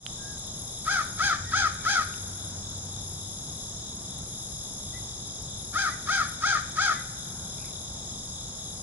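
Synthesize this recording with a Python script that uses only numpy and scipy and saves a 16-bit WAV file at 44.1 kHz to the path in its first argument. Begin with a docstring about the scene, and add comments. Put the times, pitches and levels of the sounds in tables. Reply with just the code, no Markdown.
"""Crow on a dead branch

A crow gives two bouts of four harsh caws and the trees throw them back. Each caw is one arch of
pitch, shaken by a flutter of the syrinx and edged with torn air. Around it katydids scrape their
wings, far insects drone, two dry ticks snap, a far bird whistles and a distant road rumbles."""
import sys
import numpy as np
from scipy import signal
from scipy.fft import rfft, irfft
from scipy.io import wavfile

SR = 44100
rng = np.random.default_rng(int(sys.argv[2]) if len(sys.argv) > 2 else 0)


def transcribe(signal):
    """Save signal, clipped to [-1, 1], as a 16-bit WAV file at the path in sys.argv[1]."""
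    frames = np.atleast_2d(signal).T
    limited = np.clip(frames, -1, 1)
    pcm = np.round(limited * 32767).astype(np.int16)
    wavfile.write(sys.argv[1], SR, pcm)


N = 388962
TIME = np.arange(N) / SR
FREQS = np.maximum(np.fft.rfftfreq(N, 1 / SR), 1)
# Ages of a caw at its first overshoot and at the top of its arch; each caw stretches them a little.
ACCENT_AGE, CREST_AGE = .0031, .047


def crow(slack_hz=559.3, crest_hz=813.2, notch_hz=2780, notch_width_hz=160):
    """The syrinx buzzes; the throat favours the second harmonic and the wide beak lets the rasp out."""
    # The throat's main resonance and its skirts: frequency_hz, gain_db
    throat = [(350, -17.5), (620, -30.5), (790, -17), (950, -22.5), (1080, -17), (1240, 0), (1420, 0),
              (1620, -6.5), (1780, -8.5), (2050, -23), (2400, -32.5), (2750, -29)]
    # Colour of the rasp from the open beak: frequency_hz, left_db, right_db
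    beak = [(1400, -40, -30), (1890, -15, -7), (2170, 0.5, -3), (2720, -16, -7), (3560, 2.5, 3.5),
            (3500, -0.5, -8), (3930, -8, 1.5), (4740, 3, -9.5), (4500, 8, 4.5), (5330, -5, 2.5),
            (6430, 5.5, -6), (7370, -11, -8), (8500, -12.5, -18.5), (11000, -30, -33)]
    age, pitch_factor, level_db, rasp_db = caw_course()
    slope = np.where(age < CREST_AGE, .042, .073)  # quick swell, slower ebb
    effort = np.exp(-(np.abs(age - CREST_AGE) / slope) ** 2.2)
    hz = pitch_factor * (slack_hz + (crest_hz - slack_hz) * effort)
    early, held = np.maximum(-age, 0), np.maximum(age, 0)
    # The membranes start rough, lock into a clean tone at the onset, then fray as the air runs out.
    rough = np.clip(.1222 + early / .016 + (held / .214) ** 3, 0, 1)
    # The tone builds until the onset, holds and is cut off; the air flows a little longer on both sides.
    tone_db = -27 + 2.5 * effort - 478 * early - 600 * np.maximum(age - .14, 0)
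    tone_db += np.exp(-(age / ACCENT_AGE - 1) ** 2)  # the first swing overshoots by 1 dB
    airflow = np.clip(np.minimum(age + .035, .179 - age) / .014, 0, 1)
    tone, hiss = syrinx(hz, rough, age)
    body = colour(tone, gains(throat) * (FREQS < notch_hz)) * pan(3.5) * undb(tone_db)
    beak_gains = np.array([gains(np.array(beak)[:, [0, side]]) for side in (1, 2)])
    rasp = unit(colour(hiss, beak_gains)) * undb(-41.5 + rasp_db + 12.5 * effort)
    voice = (body + rasp) * undb(level_db) * airflow
    # An antiresonance of the airway parts the tone from the rasp.
    voice = colour(voice, 1 - np.exp(-((FREQS - notch_hz) / notch_width_hz) ** 2))
    return caw_echoes(lag_left(voice, .00009))


def caw_course():
    """At every moment, the nearest caw's age (time from onset over its stretch), pitch and levels."""
    # The caws: start_s, stretch, pitch_factor, level_db, rasp_offset_db
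    caws = [(.879, 0.94, 1, 0.5, -1.5), (1.206, 0.95, 1.0, 1.5, 0), (1.537, 0.96, 1.01, 2.3, -0.5),
            (1.865, 1.034, 1.005, 2, 0), (5.759, 0.95, .99, -0.1, -1.5), (6.091, 1.0, .985, 0.95, -.5),
            (6.438, 0.97, 1, 2.1, -1), (6.785, 0.99, 1, 2.1, -0.5)]
    start_s, stretch, pitch_factor, level_db, rasp_db = np.transpose(caws)
    k = np.searchsorted((start_s[1:] + start_s[:-1]) / 2 + CREST_AGE, TIME)
    return (TIME - start_s[k]) / stretch[k], pitch_factor[k], level_db[k], rasp_db[k]


def syrinx(hz, rough, age, flutter_rate=63, flutter=.04, jitter=.02407, smear=.342):
    """Membranes shaken by a slower second oscillation; gives their tone and the torn air at each ear."""
    shake = 2 * np.pi * flutter_rate * (age - ACCENT_AGE) + 17 * age * walk(25)
    depth = np.clip(rough / .2, 0, 1)  # the rougher the voice, the deeper it wavers and throbs
    throb = 1 + .33 * depth * np.cos(shake)
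    phase = turn(hz * (1 + depth * (jitter * walk(415) - flutter * np.sin(shake))))
    # Higher harmonics leave the windpipe later, so the pulses are smeared.
    buzz = sum(np.cos(k * phase - smear * k ** 2) for k in range(1, 15))
    # A puff of turbulence in each cycle.
    puffs = unit(rng.standard_normal((3, N)) * (1 + 1.27 * np.cos(phase)) * undb(.76 * walk(260)))
    tone = np.sqrt(2 - 2 * rough ** 2) * buzz + 5.4 * rough * puffs[0]
    hiss = .95 * unit(buzz) + puffs[1:]
    return tone * throb, hiss * (1 + .087 * np.cos(shake))


def caw_echoes(voice, ground_db=-17, near_db=-18, far_db=-10.5, tail_db=-24):
    """The voice with its bounce off the ground and its echoes from near and far trees."""
    ground = undb(ground_db) * delay(voice, .0031)
    near = undb(near_db) * trees(voice, decay_s=.17, build_s=.0096)
    # The far echoes keep the low tone and 1.5-2.2 kHz, with less high rasp.
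    scattered = colour(voice, gains([(700, 5.5), (1250, 0), (1500, 5), (2200, 4.5), (6000, -.5)]))
    far = undb(far_db) * trees(scattered, decay_s=.57, build_s=.006)
    tail = undb(tail_db) * trees(scattered, decay_s=2.8, build_s=.069)
    return voice + ground + near + far + tail


def trees(x, decay_s, build_s):
    """Scattered echoes from trunks and leaves, different at each ear, falling 60 dB per decay_s."""
    t = TIME[:SR]
    scatter = rng.standard_normal((2, SR)) * (rng.random((2, SR)) < .05)
    echo = scatter * undb(-60 * t / decay_s) * np.clip(t / build_s, 0, 1)
    echo /= np.sqrt(np.sum(echo ** 2, axis=1, keepdims=True))
    return signal.fftconvolve(x * np.ones((2, 1)), echo, axes=1)[:, :N]


def katydids(left_db=-49, right_db=-46, high_db=-47, echo_db=-11):
    """One katydid chirps on the left, a quicker one on the right, and a higher one never pauses."""
    left = wing_strokes(chirps(.071, period_s=.283, length_s=.18), 44, 4150, 960) * undb(left_db)
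    right = wing_strokes(chirps(-.015, period_s=.2385, length_s=.19), 41, 4120, 950) * undb(right_db)
    high = wing_strokes(.92, stroke_hz=36, top_hz=7150, fall_hz=1000) * undb(high_db)
    trio = lag_left(left * pan(15.8) + right * pan(-4) + high * pan(-13), .000088)
    return trio + undb(echo_db) * trees(trio, decay_s=.084, build_s=.0045)


def wing_strokes(gate, stroke_hz, top_hz, fall_hz):
    """A katydid's scraper slows along the file, so every stroke falls in pitch."""
    stroke = turn(stroke_hz * (1 + .05 * walk(12))) / (2 * np.pi) % 1
    hz = top_hz - fall_hz * stroke + 50 * walk(699)
    return gate * np.sin(np.pi * stroke) * np.sin(turn(hz))


def chirps(start_s, period_s, length_s, edge_s=.03, vary_db=1):
    """A gate that opens once every period, a little louder or softer each time."""
    age = (TIME - start_s) % period_s
    return np.clip(np.minimum(age, length_s - age) / edge_s, 0, 1) * undb(vary_db * walk(2.4))


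def meadow_katydid(buzz_db=-48.5, tick_db=-44, stroke_hz=52, tick_gap_s=.0755, tick_count=4):
    """A few single wing strokes lead into each fast, high buzz."""
    # The buzzes: start_s, length_s, level_offset_db
    phrases = [(0.546, .76, -2), (1.818, 0.67, -3.5), (3.007, 0.67, -3.5), (4.261, 0.77, -3),
               (5.577, 0.762, -2.5), (6.848, 0.98, -4.5), (8.56, .5, -6.5)]
    # The wing's resonance: frequency_hz, gain_db
    wing = [(5000, -26), (7500, -24), (8900, -3.5), (9900, 2.5), (10650, 1), (10830, 17.5), (10980, -8),
            (11500, -20)]
    strokes = 1 + .33 * np.sin(turn(stroke_hz * (1 + .0191 * walk(2.5))))
    gate = np.zeros(N)
    for start_s, length_s, db in phrases:
        gate += undb(buzz_db + db) * window(start_s - .02, start_s + length_s + .036, .025) * strokes
        for tick_s in start_s - tick_gap_s * (1 + np.arange(tick_count)):
            gate += undb(tick_db + db) * window(tick_s - .01, tick_s + .0068, .0087)
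    return gate * noise(gains(wing), channels=2) * pan(14.5)


def ticks(ring_s=.0008, echo_db=-17):
    """Dry ticks: a tiny crack and a ring that dies within a few cycles."""
    # The ticks: start_s, pitch_hz, level_db, left_minus_right_db
    snaps = [(0.0647, 3220, -18, -15), (2.14, 2820, -33, -8)]
    out = 0
    for start_s, hz, db, side_db in snaps:
        age = np.maximum(TIME - start_s, 0)
        ring = np.sin(2 * np.pi * hz * age) * np.exp(-age / ring_s)
        crack = .45 * rng.standard_normal(N) * (age > 0) * np.exp(-2 * age / ring_s)
        out = out + undb(db) * (ring + crack) * pan(side_db)
    return out + undb(echo_db) * trees(out, decay_s=.46, build_s=.0043)


def far_bird(echo_db=-9, waver=.011):
    """Short arched whistles among the trees, some pure, some hoarse."""
    # The calls: start_s, length_s, pitch_hz, arch_share, level_db, hoarseness_share
    whistles = [(0.172, 0.22, 1630, 0.035, -51, 0.011), (1.443, 0.085, 1882, .03, -47.5, 0.011),
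                (1.788, 0.052, 2303, 0.1, -54, 0.0355), (4.927, 0.075, 2020, .06, -49.5, 0.013),
                (5.893, 0.064, 1982, 0.039, -43, .012), (6.942, 0.078, 2007, 0.033, -44.5, 0.0099),
                (7.558, 0.17, 2440, 0.045, -58, 0.083)]
    out = 0
    for start_s, length_s, hz, arch, db, hoarse in whistles:
        u = np.clip(2 * (TIME - start_s) / length_s - 1, -1, 1)  # -1 to 1 across the call
        pitch = hz * (1 - arch * u ** 2 + hoarse * walk(207) + waver * np.sin(2 * np.pi * u))
        out = out + np.sqrt(2) * undb(db) * (1 - u ** 2) * np.sin(turn(pitch))
    return out + undb(echo_db) * trees(out, decay_s=.83, build_s=.014)


def insect_choirs(ear_lag_s=.00008):
    """Many far insects of each kind merge into a shimmering band that reaches the right ear first."""
    # One band per kind: centre_hz, width_hz, level_db, left_minus_right_db, pulse_hz, pulse_depth
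    bands = [(3700, 600, -50.5, 3, 44, 0.35), (5325, 725, -46.5, 4.5, 90, 0.083),
             (6570, 530, -45, 1, 39, 0.22), (6820, 1400, -47.5, 2, 50, 0.2),
             (7710, 1420, -52, 4.5, 110, 0.16), (10410, 1740, -50.5, 6.5, 21, 0.18)]
    out = 0
    for hz, width_hz, db, side_db, pulse_hz, depth in bands:
        left, right, common = noise((1 + ((FREQS - hz) / width_hz) ** 2) ** -2.5, channels=3)
        band = unit(np.array([left + delay(common, ear_lag_s), right + common]))
        shimmer = 1 + depth * np.sin(turn(pulse_hz * (1 + .1474 * walk(9.32))))
        out = out + band * shimmer * undb(db + .5 * walk(3.7)) * pan(side_db)
    return out


def road(air_db=-43, wide_hz=620, engine_hz=89.9, rise_hz_per_s=1.3):
    """Far traffic: the bass is alike at both ears, the hiss is wide, and one engine pulls twice."""
    # Colour of the road rumble and open air: frequency_hz, gain_db
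    rumble = [(15, -30), (30, -5), (50, -2), (80, 1.5), (140, 0), (200, -3), (280, -10.5), (480, -14.5),
              (750, -13.5), (1200, -19.5), (1800, -28.5), (2700, -33.5), (4400, -43), (11000, -61)]
    # The engine's pulls: start_s, end_s, level_db
    pulls = [(1.296, 1.86, -44), (1.99, 3.42, -45)]
    alike = 1 / (1 + (FREQS / wide_hz) ** 2.55)
    mid = colour(rng.standard_normal(N), gains(rumble) * np.sqrt(1 + alike))
    side = colour(rng.standard_normal(N), gains(rumble) * np.sqrt(1 - alike))
    air = unit(np.array([mid + side, mid - side])) * undb(air_db + .5 * walk(3))
    load = sum(undb(db) * window(start_s, end_s, edge_s=.092) for start_s, end_s, db in pulls)
    hz = (engine_hz + rise_hz_per_s * TIME) * (1 + .0158 * walk(8.8))
    engine = np.sqrt(2) * np.sin(turn(hz)) * load * undb(.57 * walk(14))
    return (air + engine) * pan(1)


def undb(db):
    """Decibels to gain."""
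    return 10 ** (np.asarray(db) / 20)


def unit(x):
    """Scale to rms 1."""
    return x / np.sqrt(np.mean(x ** 2))


def pan(db):
    """Stereo gains that put the left ear db above the right."""
    return undb(np.array([[db], [-db]]) / 2)


def gains(points):
    """An EQ curve through (Hz, dB) points."""
    hz, db = np.transpose(points)
    return undb(np.interp(np.log(FREQS), np.log(hz), db))


def colour(x, gain):
    """Filter by a gain at every frequency."""
    return irfft(rfft(x) * gain, N)


def noise(gain, channels=1):
    """Unrelated coloured noises of rms 1."""
    return unit(colour(rng.standard_normal((channels, N)), gain))


def walk(hz):
    """A smooth random drift of rms 1 that moves at up to about hz."""
    return noise(np.exp(-(FREQS / hz) ** 2))[0]


def turn(hz):
    """Phase in radians of a moving frequency."""
    return 2 * np.pi * np.cumsum(hz) / SR


def window(start_s, end_s, edge_s):
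    """A gate with sloping edges."""
    return np.clip(np.minimum(TIME - start_s, end_s - TIME) / edge_s, 0, 1)


def delay(x, delay_s):
    """A wrap-around delay, finer than one sample."""
    return colour(x, np.exp(-2j * np.pi * FREQS * delay_s))


def lag_left(x, lag_s):
    """The sound reaches the left ear a moment after the right."""
    return np.array([delay(x[0], lag_s), x[1]])


def scene():
    """The crow over insects, a far bird and the road."""
    return crow() + katydids() + meadow_katydid() + insect_choirs() + far_bird() + ticks() + road()


def record(dry, fade_s=.1, top_hz=11030):
    """A quick fade-in and a steep cut of the top end."""
    lowpass = signal.ellip(12, .1, 80, top_hz, fs=SR, output="sos")
    return signal.sosfilt(lowpass, dry * np.clip(TIME / fade_s, 0, 1))


dry = scene()
out = record(dry)
transcribe(out)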